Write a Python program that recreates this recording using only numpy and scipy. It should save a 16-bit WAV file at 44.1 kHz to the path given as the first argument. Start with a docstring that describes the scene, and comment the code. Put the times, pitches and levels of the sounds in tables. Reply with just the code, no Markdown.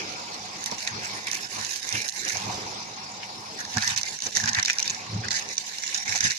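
"""Vacuuming a carpet, close up

The wand works close by, to the right of a two-port microphone, sucking up fluff and hard kernels.
Air hums in the modes of the hose and swells as the nozzle gulps clumps. Grit fizzes and kernels tick
against the plastic wand, and lumps knock in the nozzle. Farther off, the motor hisses and whines."""
import sys
import numpy as np
from scipy import signal
from scipy.io import wavfile
from scipy.ndimage import uniform_filter1d

SR = 44100
rng = np.random.default_rng(int(sys.argv[2]) if len(sys.argv) > 2 else 0)


def generate_wav(signal):
    """Clip the signal to [-1, 1] and save it as 16-bit WAV at the path in sys.argv[1]."""
    frames = np.transpose(np.atleast_2d(signal))
    scaled = np.clip(frames, -1, 1) * 32767
    pcm = np.round(scaled).astype(np.int16)
    wavfile.write(sys.argv[1], SR, pcm)


N = 281358

# steady suction in the hose: time_s, level_db
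SUCTION = [(0.0, -41), (0.15, -44), (0.7, -45.5), (1.15, -44), (1.5, -48.5), (1.7, -52.5), (2.05, -45.5),
           (2.45, -54), (2.66, -41), (2.87, -45.5), (3.67, -45.5), (4.5, -50.5), (5.05, -45), (5.45, -45),
           (5.6, -51), (5.82, -55), (6.1, -46), (6.38, -58)]
# clumps gulped by the nozzle: peak_s, fall_s, air_db, first_mode_db, second_mode_db
GULPS = [(0.0, 0.073, -50, -54, -46), (.724, 0.015, -30, -67, -38), (.952, 0.063, -43, -45, -43.5),
         (1.144, 0.043, -43, -48, -59), (1.58, 0.085, -41.5, -47, -47), (1.953, 0.031, -39, -37, -67),
         (2.272, 0.038, -41.5, -58, -68), (2.359, 0.032, -38, -43, -58), (2.489, 0.18, -35, -44, -44),
         (3.772, 0.022, -33, -29, -29), (3.893, 0.12, -43.5, -46.5, -55), (4.269, 0.024, -39.5, -49, -47),
         (4.372, 0.032, -41, -46, -55), (4.44, 0.045, -46, -39.5, -42.5), (4.489, 0.13, -43.5, -47, -47.5),
         (4.585, 0.024, -35, -39.5, -41.5), (5.155, 0.078, -71, -28.5, -41), (5.26, 0.066, -45, -48, -44),
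         (6.105, 0.065, -64, -47, -72), (6.154, 0.024, -37, -65, -70), (6.251, 0.049, -45.5, -38, -44)]
# brief dips in the level of air and debris noise: centre_s, half_length_s, change_db
DIPS = [(0.649, 0.012, -9), (0.819, 0.056, -5.5), (1.235, 0.029, -2.5), (1.307, 0.01, -8),
        (1.482, 0.025, -8), (1.806, 0.043, -7), (2.035, 0.015, -6), (2.106, 0.056, -12), (2.296, 0.018, -4),
        (3.956, 0.012, -7), (4.007, 0.1, -5), (4.195, 0.039, -17), (4.307, 0.015, -6), (4.332, 0.026, -8),
        (4.605, 0.064, -3.5), (4.638, 0.012, -9), (4.727, 0.052, -5), (4.836, 0.01, -9), (5.294, 0.012, -6),
        (5.364, 0.09, -4), (5.564, 0.05, -7), (6.045, 0.015, -7), (6.199, 0.044, -8), (6.38, 0.06, -5.5)]
# upper pipe modes of the hose: mode_number, width_hz, level_db
HOSE_MODES = [(3, 66, 1), (4, 127, 1.5), (5, 36, 4.5), (6, 33, 4), (7, 36, 10.5), (8, 106, 7.5),
              (9, 33, 9.5), (10, 174, 3.5)]
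# broad roar between those modes: frequency_hz, level_db
ROAR_SPECTRUM = [(25, -16), (70, -17), (140, 0), (650, -6), (1100, -18), (1600, -45)]
# a narrower nozzle gap drives the upper hose modes: time_s, upper_minus_middle_db
GAP_TILT = [(0.0, -1), (1.42, 0), (2.83, 0), (2.97, 2.5), (3.67, 1), (3.9, 13), (4.07, 1), (4.35, 1),
            (4.5, 14), (4.67, 1.5), (5.09, -1.5), (6.11, 8), (6.37, 4)]
# motor and room air: frequency_hz, level_db
HISS_SPECTRUM = [(710, -59), (1200, -1), (1650, -5.5), (1780, -7), (2290, -1), (3100, -8.5), (4400, 0),
                 (5250, 0), (5660, -1.5), (10100, -66), (16400, -67)]
# where that hiss sits at the microphone: frequency_hz, left_minus_right_db
HISS_PAN = [(60, -5), (380, -3), (2380, 3.5), (15000, -1)]
# tone of the fan blades: time_s, level_db
WHINE_LEVEL = [(0, -59), (2.8, -57), (3.1, -53.5), (3.6, -53.5), (4, -58), (6.38, -62)]
# loads of debris rushing up the wand: peak_s, fall_s, fizz_db, knock_db
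LOADS = [(0.0, 0.065, -63, -36), (.668, 0.17, -38, -44.5), (.822, 0.075, -29, -39),
         (.879, 0.027, -60, -33.5), (1.053, 0.12, -37, -41), (1.17, 0.14, -43.5, -47),
         (1.279, 0.031, -48, -34), (1.345, 0.13, -37.5, -38.5), (1.7, 0.68, -35.5, -43.5),
         (1.959, 0.098, -35.5, -32), (2.07, 0.13, -33.5, -38.5), (2.198, 0.075, -37, -51),
         (2.299, 0.14, -33, -35.5), (2.45, 0.58, -41.5, -51), (3.235, 0.027, -38.5, -39),
         (3.602, 0.031, -37, -37.5), (3.772, 0.15, -36, -46), (3.83, 0.054, -31.5, -31),
         (3.902, 0.096, -30, -33.5), (3.983, 0.024, -25.5, -30), (4.06, 0.05, -35.5, -36.5),
         (4.229, 0.45, -35.5, -49), (4.374, 0.11, -32.5, -40), (4.482, 0.027, -32.5, -27.5),
         (4.575, 0.057, -34, -25.5), (4.699, 0.082, -32, -33), (4.859, 0.23, -36.5, -40.5),
         (5.246, 0.025, -59, -35.5), (5.324, 0.026, -26, -35.5), (5.364, 0.064, -25.5, -32),
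         (5.514, 0.069, -39, -41.5), (5.6, 0.06, -40.5, -62), (5.836, 0.65, -36.5, -45),
         (5.952, 0.067, -31.5, -39), (6.082, 0.076, -48, -39), (6.192, 0.23, -27.5, -35.5),
         (6.256, 0.059, -30.5, -32), (6.312, 0.013, -26.5, -27.5)]
# resonances of the air in the nozzle: pitch_hz, width_hz, level_db
NOZZLE_MODES = [(1467, 80, 1), (1698, 430, 4), (1980, 190, 1), (2230, 480, -2), (2805, 1440, 0)]
# centre of the knocking, set by how deep in the tube the lumps are: time_s, pitch_hz
KNOCK_PITCH = [(0.0, 2290), (1.29, 2170), (3.25, 2230), (3.71, 1740), (3.84, 1660), (3.9, 2160),
               (4.23, 2230), (4.47, 1550), (4.61, 1760), (4.65, 2520), (5.26, 1880), (5.4, 2400),
               (6.38, 2080)]
# bright ring of the wand's wall: frequency_hz, level_db
WALL_SPECTRUM = [(1710, -29.5), (2900, -8), (3210, -16.5), (3600, -6), (4950, -6.5), (6020, -2.5),
                 (6960, -6.5), (8280, -20.5), (9430, -16), (12600, -24.5), (13600, -38.5), (16400, -52.5)]
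# the loudest kernels to strike: start_s, peak_db, ring_hz, hollow_db, treble_db (brittle pieces only)
KERNELS = [(0.639, -20.5, 6300, -30, 7), (0.659, -17.5, 5500, -32, 7), (0.713, -20.5, 5500, -18),
           (.782, -23, 5700, -11), (0.874, -14, 4060, -9), (1.269, -23.5, 5200, -14, 10),
           (1.282, -22, 5000, -5), (1.3, -26, 5500, 6), (1.3135, -16.5, 5750, -25, 8),
           (1.331, -20, 5870, -7), (1.351, -20, 6170, -20), (1.647, -17, 6540, -21),
           (1.889, -21, 6500, -21), (1.925, -18, 5670, -31), (2.0798, -21, 6340, -32, 8),
           (2.087, -19, 5530, -30), (2.0936, -21.5, 5930, -28), (2.1226, -23, 6600, -31),
           (2.248, -22, 5780, -20), (2.287, -18.5, 6040, -15), (2.295, -16.5, 6100, -28),
           (2.369, -21.5, 5970, -12), (3.5878, -30, 5770, -19), (3.65, -25, 5380, -18),
           (3.739, -21, 5650, -32), (3.7697, -15, 5740, -5.5), (3.781, -15.5, 4120, -4),
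           (3.807, -24, 5600, -13), (3.822, -15, 4460, -12), (3.835, -18.5, 5530, -5),
           (3.8443, -19, 6240, -20), (3.8754, -13.5, 5600, -19), (3.9612, -16.5, 5600, -29),
           (3.975, -12, 6000, -25), (4.012, -17, 6030, -17), (4.0316, -14.5, 5600, -17.5),
           (4.053, -25, 6280, -20), (4.1879, -25, 6260, -14), (4.203, -23, 5700, -23),
           (4.2205, -18, 6200, -24), (4.266, -19.5, 6300, -24), (4.351, -18, 5910, -19),
           (4.363, -14.5, 5900, -22), (4.3685, -10, 6160, -15.5), (4.399, -15, 5300, -13),
           (4.4382, -13, 5340, -7), (4.4574, -13, 5450, -12), (4.475, -16, 5460, -7),
           (4.4894, -16, 5000, -23), (4.494, -17, 5700, -15), (4.5312, -14, 6300, -25),
           (4.547, -15, 3540, -28), (4.55, -18.5, 4330, -24), (4.567, -25, 4500, 3), (4.586, -15, 6160, -2),
           (4.5952, -13.5, 4260, -20), (4.627, -13, 5670, -16), (4.6488, -11, 5140, -8.5),
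           (4.6574, -10.5, 5500, -24), (4.6715, -24, 5200, -23), (4.681, -13.5, 5800, -3),
           (4.698, -7.5, 5830, -0.5), (4.7045, -11.5, 5700, -6), (4.714, -26, 5770, -15),
           (4.7304, -18.5, 5470, -30, 6), (4.7837, -15, 5640, -15), (4.793, -16, 5960, -12),
           (4.7999, -15.5, 5800, -26), (4.826, -13, 5640, -25), (4.843, -23, 6000, -2),
           (4.877, -15, 5230, -32), (4.897, -15, 6700, -34), (4.9013, -12, 6800, -36),
           (4.908, -23, 6800, -21), (4.9462, -24, 6720, -27), (5.245, -26, 5200, -11),
           (5.283, -16, 5460, -14), (5.306, -16, 4430, -18), (5.3154, -16, 4220, -34),
           (5.395, -22, 6440, -23), (5.488, -24.5, 6030, -20), (5.5533, -31, 4090, -27),
           (5.568, -29, 6100, -22), (5.5787, -14.5, 6000, -20.5), (5.588, -26, 5930, -25),
           (5.783, -19, 5300, -23), (5.8352, -19, 5660, -4.5), (5.8765, -20, 5540, -20),
           (5.9444, -14.5, 5400, -32), (5.976, -19, 6000, -20), (6.078, -18.5, 5800, -4),
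           (6.093, -20, 6000, -6), (6.1226, -17, 6500, -2), (6.1565, -15.5, 6150, -27),
           (6.161, -15, 6100, -18), (6.167, -18, 6300, -20), (6.186, -21, 6000, -22, 6),
           (6.2057, -11, 5870, -21), (6.226, -24, 6060, -3), (6.2487, -16, 5300, -20),
           (6.26, -17, 6300, -19), (6.273, -20, 6600, -18), (6.3, -18, 5570, -18), (6.305, -14, 4400, -14),
           (6.317, -20, 5800, -16)]
# where the wand points: time_s, left_minus_right_db, treble_lift_db
WAND_AIM = [(0.0, -14, -5.5), (0.48, -11, -4.5), (0.67, -2.5, 0), (1.01, -5, -4), (1.17, -6, 0),
            (2.11, -9.5, 1), (3.13, -3.5, -5.5), (3.52, -1, 0), (3.69, -5.5, -1.5), (4.87, -3.5, -4),
            (5.13, -6, -9.5), (5.7, -4, -2), (6.38, -5.5, -5.5)]
# how alike turbulence is at the two ports: frequency_hz, likeness (0 to 1)
PORT_LIKENESS = [(60, 0.77), (300, 0.85), (800, 0.38), (1600, 0.62), (2600, 0.44), (4500, 0.012)]

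HOSE_HZ, WAND_HZ = 106, 340  # spacing of the pipe modes
BLADE_HZ, TREBLE_CUT_HZ = 5213, 16300
WAND_LAG = 20  # samples by which the left port hears the wand later
FIRST_MODE_DB, SECOND_MODE_DB = -15.5, -11.5  # against the air, between gulps
HISS_DB, IDLE_FIZZ_DB, IDLE_KNOCK_DB = -41, -45.5, -69
DEBRIS_DIP = 0.96  # share of each dip that applies to the debris noise


def gain_of(db):
    return 10 ** (np.asarray(db) / 20)


def unit_rms(x):
    return x / np.sqrt(np.mean(x ** 2) + 1e-20)


def waver(size):
    """Random drift of rms 1, smoothed over size samples."""
    return unit_rms(uniform_filter1d(uniform_filter1d(rng.standard_normal(N), size), size))


def at_hz(table, hz):
    """A table's value at these frequencies, on a log axis."""
    points_hz, values = np.transpose(table)
    return np.interp(np.log(hz + 1), np.log(points_hz + 1), values)


def curve(table, column=1):
    """One column of a timed table, at every sample."""
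    return np.interp(np.arange(N) / SR, np.transpose(table)[0], np.transpose(table)[column])


def per_frame(x, hop):
    return np.pad(x[::hop], (0, 5), "edge")[:N // hop + 5]


def panned(pair, left_minus_right_db):
    half_db = np.atleast_1d(left_minus_right_db) / 2
    return pair * gain_of([half_db, -half_db])


def modes_db(modes, hz):
    """Spectrum of steep resonances whose powers add."""
    power = sum(gain_of(2 * db) / (1 + (2 * (hz - pitch) / width) ** 2) ** 2
                for pitch, width, db in modes)
    return 10 * np.log10(power + 1e-10)


def impulse_response(spectrum_db):
    """A ring that starts at once and has this spectrum."""
    log_gain = np.log(gain_of(np.maximum(np.r_[spectrum_db, spectrum_db[-2:0:-1]], -100)))
    return np.fft.ifft(np.exp(np.conj(signal.hilbert(log_gain)))).real


def swells_db(table, column, idle_db, drop_db=-13.5, rise_share=0.68, roundness=1.18):
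    """Peaks over an idle level, powers added; each has sunk by drop_db after its fall_s."""
    t = np.arange(0, N, 32) / SR
    power = gain_of(2 * (idle_db + np.zeros(N))[::32])
    for row in table:
        away = (t - row[0]) / max(row[1], .005)
        skirt_db = drop_db * np.maximum(away, -away / rise_share) ** roundness
        power += gain_of(2 * (row[column] + skirt_db))
    return np.interp(np.arange(N) / SR, t, 10 * np.log10(power))


def dips_db():
    """Brief dips in the level of air and debris noise."""
    t = np.arange(N) / SR
    return sum(db * np.clip(1 - abs(t - centre_s) / half_s, 0, 1) for centre_s, half_s, db in DIPS)


def flow_db(gulp_column=2, offset_db=0):
    """Suction, dips and gulps together; by default the level of the air itself."""
    return swells_db(GULPS, gulp_column, curve(SUCTION) + dips_db() + offset_db)


def turbulence(spectrum_db, patchy_db, flicker_db, lag, size=512, pan_db=np.zeros_like):
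    """Patchy air noise, partly shared by the two ports and lag samples late on the left."""
    hop, hz = size // 4, np.fft.rfftfreq(size, 1 / SR)
    right_re, right_im, own_re, own_im, patches = rng.standard_normal((N // hop + 5, len(hz), 5)).T
    patches = uniform_filter1d(patches, size // 80 + 1, axis=0)
    patches = unit_rms(uniform_filter1d(patches, 2048 // hop + 1, axis=1))
    flicker = unit_rms(uniform_filter1d(rng.standard_normal(patches.shape[1]), 3))
    likeness = np.clip(at_hz(PORT_LIKENESS, hz), 0, 1)[:, None]
    delay = np.exp(-2j * np.pi * hz * lag / SR)[:, None]
    right = right_re + 1j * right_im
    left = likeness * delay * right + np.sqrt(1 - likeness ** 2) * (own_re + 1j * own_im)
    level_db = spectrum_db(hz[:, None]) + patchy_db * patches + flicker_db * flicker
    spectra = panned(np.array([left, right]) * gain_of(level_db), pan_db(hz[:, None]))
    pair = signal.istft(spectra, nperseg=size, noverlap=size - hop)[1][:, :N]
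    return pair / np.sqrt(np.mean(pair.mean(0) ** 2))


def rush_db(hz):
    """The hose's upper modes over a broad roar, tilted about 660 Hz by the nozzle gap."""
    modes = [(number * HOSE_HZ, width_hz, db) for number, width_hz, db in HOSE_MODES]
    power = gain_of(2 * modes_db(modes, hz)) + gain_of(2 * at_hz(ROAR_SPECTRUM, hz))
    return 10 * np.log10(power) + np.tanh((hz - 660) / 60) / 2 * per_frame(curve(GAP_TILT), hop=512)


def hum(hz, wander_hz, swell_db, size):
    """One low pipe mode, unsteady in pitch and strength, 11 samples late at the left port."""
    turns = np.cumsum(hz + wander_hz * waver(2 * size)) / SR
    port_phase = [[-2 * np.pi * hz * 11 / SR], [0]]
    return np.sqrt(2) * gain_of(swell_db * waver(size)) * np.sin(2 * np.pi * turns + port_phase)


def hose():
    """Air flow excites the pipe modes; the two lowest swell on their own when the nozzle gulps."""
    rush = turbulence(rush_db, patchy_db=3.25, flicker_db=0.8, lag=10.5, size=2048,
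                      pan_db=lambda hz: -3.5 * np.clip(hz / 700, 0, 1))
    rush /= np.sqrt(uniform_filter1d(rush.mean(0) ** 2, 3000))
    puff_band = signal.butter(2, [110, 200], "band", fs=SR)  # loose air in a gulp
    puff = unit_rms(signal.lfilter(*puff_band, rng.standard_normal(N)))
    first = hum(HOSE_HZ, wander_hz=5.9, swell_db=3.9, size=350) + gain_of(-5) * puff
    second = hum(2 * HOSE_HZ, wander_hz=14, swell_db=3, size=400)
    first *= gain_of(flow_db(gulp_column=3, offset_db=FIRST_MODE_DB))
    second *= gain_of(flow_db(gulp_column=4, offset_db=SECOND_MODE_DB))
    low_cut = signal.butter(2, 55, "high", fs=SR)  # the hum carries little below its first mode
    return gain_of(flow_db()) * rush + signal.lfilter(*low_cut, first + second)


def motor():
    """Farther off: wide hiss that sinks with the air's level, and a wavering blade tone to the left."""
    hiss = turbulence(lambda hz: at_hz(HISS_SPECTRUM, hz), patchy_db=2.5, flicker_db=1.2, lag=16,
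                      pan_db=lambda hz: at_hz(HISS_PAN, hz))
    sag_db = 2.94 * np.minimum(flow_db() + 44, 0)
    turns = np.cumsum(BLADE_HZ + 2.5 * waver(3000)) / SR
    whine = np.sqrt(2) * gain_of(curve(WHINE_LEVEL) + 1.5 * waver(2500)) * np.sin(2 * np.pi * turns)
    return gain_of(HISS_DB + sag_db) * hiss + whine * gain_of([[3], [-4]])


def knocks():
    """Lumps clatter in the nozzle air; their place in the tube picks which modes sound."""
    def spectrum_db(hz):
        depth_db = -12 * np.log10(1 + ((hz - per_frame(curve(KNOCK_PITCH), hop=256)) / 300) ** 2)
        comb_db = 6 * np.cos(2 * np.pi * hz / HOSE_HZ)  # the hose modes carry on up here
        return modes_db(NOZZLE_MODES, hz) + depth_db + comb_db

    clatter = turbulence(spectrum_db, patchy_db=5.5, flicker_db=0.09, lag=15, size=1024)
    bumps = 1. * (rng.random(N) < 200 / SR)
    clatter *= 1.75 + unit_rms(uniform_filter1d(bumps, 160))
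    clatter /= np.sqrt(uniform_filter1d(clatter.mean(0) ** 2, 2000))
    level_db = swells_db(LOADS, column=3, idle_db=IDLE_KNOCK_DB) + DEBRIS_DIP * dips_db()
    return gain_of(level_db) * panned(clatter, -.8)


def tick(ring_hz, hollow_db, crack_s, depth_hz, treble_db=0):
    """One blow: a short crack rings the wall and the nozzle air, not quite alike at the two ports."""
    hz, t = np.fft.rfftfreq(1024, 1 / SR), np.arange(700) / SR
    ring_db = 9 / (1 + ((hz - ring_hz) / 350) ** 2) - 9
    top_db = (treble_db + rng.uniform(-7, -2.5)) * (hz > 8000)
    wall = impulse_response(at_hz(WALL_SPECTRUM, hz) + ring_db + top_db)[:300]
    depth_db = 14 / (1 + ((hz - depth_hz) / 150) ** 2)
    hollow = impulse_response(modes_db(NOZZLE_MODES, hz) + depth_db)[:300]
    body = wall / abs(wall).max() + gain_of(hollow_db) * hollow / abs(hollow).max()
    rise = np.sin(np.pi / 2 * np.clip(t / .0012, 0, 1)) ** 2  # the piece scrapes as it lands
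    fall = gain_of(-60 * (t / crack_s) ** 2) + gain_of(-25 - 60 * t / .05)
    snap = 1 + 2.1 * np.exp(-((t - .0012) / .0002) ** 2)  # the hardest moment of contact
    right, unshared = rng.standard_normal((2, len(t))) * rise * fall * snap
    left = np.r_[np.zeros(WAND_LAG), (.45 * right + .85 * unshared)[:-WAND_LAG]]
    pair = signal.fftconvolve([left, right], body[None], axes=1)
    return pair / abs(pair.mean(0)).max()


def grit(per_s, spread_db, hollow_db):
    """Small pieces of ten kinds and unlike sizes hit the wall at random moments."""
    hits = gain_of(spread_db * np.minimum(rng.exponential(1, N), 5)) * (rng.random(N) < per_s / SR)
    kinds = rng.integers(0, 10, N)
    pair = np.zeros((2, N))
    for kind in range(10):
        blow = tick(rng.uniform(3160, 6800), hollow_db, crack_s=0.0025, depth_hz=rng.uniform(1530, 2040))
        pair += signal.oaconvolve((hits * (kinds == kind))[None], blow, axes=1)[:, :N]
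    return pair / np.std(pair.mean(0))


def fizz():
    """Dense grit pelts the wall over the hiss of the narrowed nozzle."""
    slide = per_frame(waver(1500), hop=128)  # debris shifts the wand's pipe modes

    def spectrum_db(hz):
        comb_db = 7.5 * np.cos(2 * np.pi * hz / WAND_HZ + 1.5 * slide) - 3
        return at_hz(WALL_SPECTRUM, hz) + comb_db * (hz < 7500)

    hiss = turbulence(spectrum_db, patchy_db=3.5, flicker_db=2.2, lag=WAND_LAG)
    level_db = swells_db(LOADS, column=2, idle_db=IDLE_FIZZ_DB)
    loaded = np.clip((level_db - IDLE_FIZZ_DB) / 8, 0, 1)  # no grit while the wand draws clean air
    gain = gain_of(level_db + DEBRIS_DIP * dips_db() + 1.5 * loaded * waver(250))
    return gain * (0.47 * loaded * grit(per_s=500, spread_db=2.6, hollow_db=-15) + 0.8 * hiss)


def kernels():
    """Hard pieces strike the wand one by one."""
    pair = np.zeros((2, N + 1000))
    for start_s, peak_db, ring_hz, hollow_db, *treble_db in KERNELS:
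        crack_s = 0.0105 * gain_of(rng.uniform(-1.2, 3.1))
        depth_hz = np.interp(start_s, *np.transpose(KNOCK_PITCH))
        at = round(start_s * SR)
        pair[:, at:at + 999] += gain_of(peak_db) * tick(ring_hz, hollow_db, crack_s, depth_hz, *treble_db)
    return pair[:, :N]


def scene():
    """The wand swings about close on the right, over the hose, motor and knocking."""
    wand = panned(fizz() + kernels(), curve(WAND_AIM))
    treble = signal.oaconvolve(wand, signal.firwin(101, 8300, pass_zero=False, fs=SR)[None], "same")
    beam = gain_of(curve(WAND_AIM, column=2))  # the highest treble beams out of the nozzle
    left, right = wand + (beam - 1) * treble
    shadowed = signal.lfilter([.68, .32], [1], left)  # the body dulls the far port
    return hose() + motor() + knocks() + np.array([shadowed, right])


def record(dry):
    """Treble cut off above 16.3 kHz."""
    low_pass = signal.firwin(511, TREBLE_CUT_HZ, window=("kaiser", 9), fs=SR)
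    return signal.oaconvolve(dry, low_pass[None], "same")


dry = scene()
out = record(dry)
generate_wav(out)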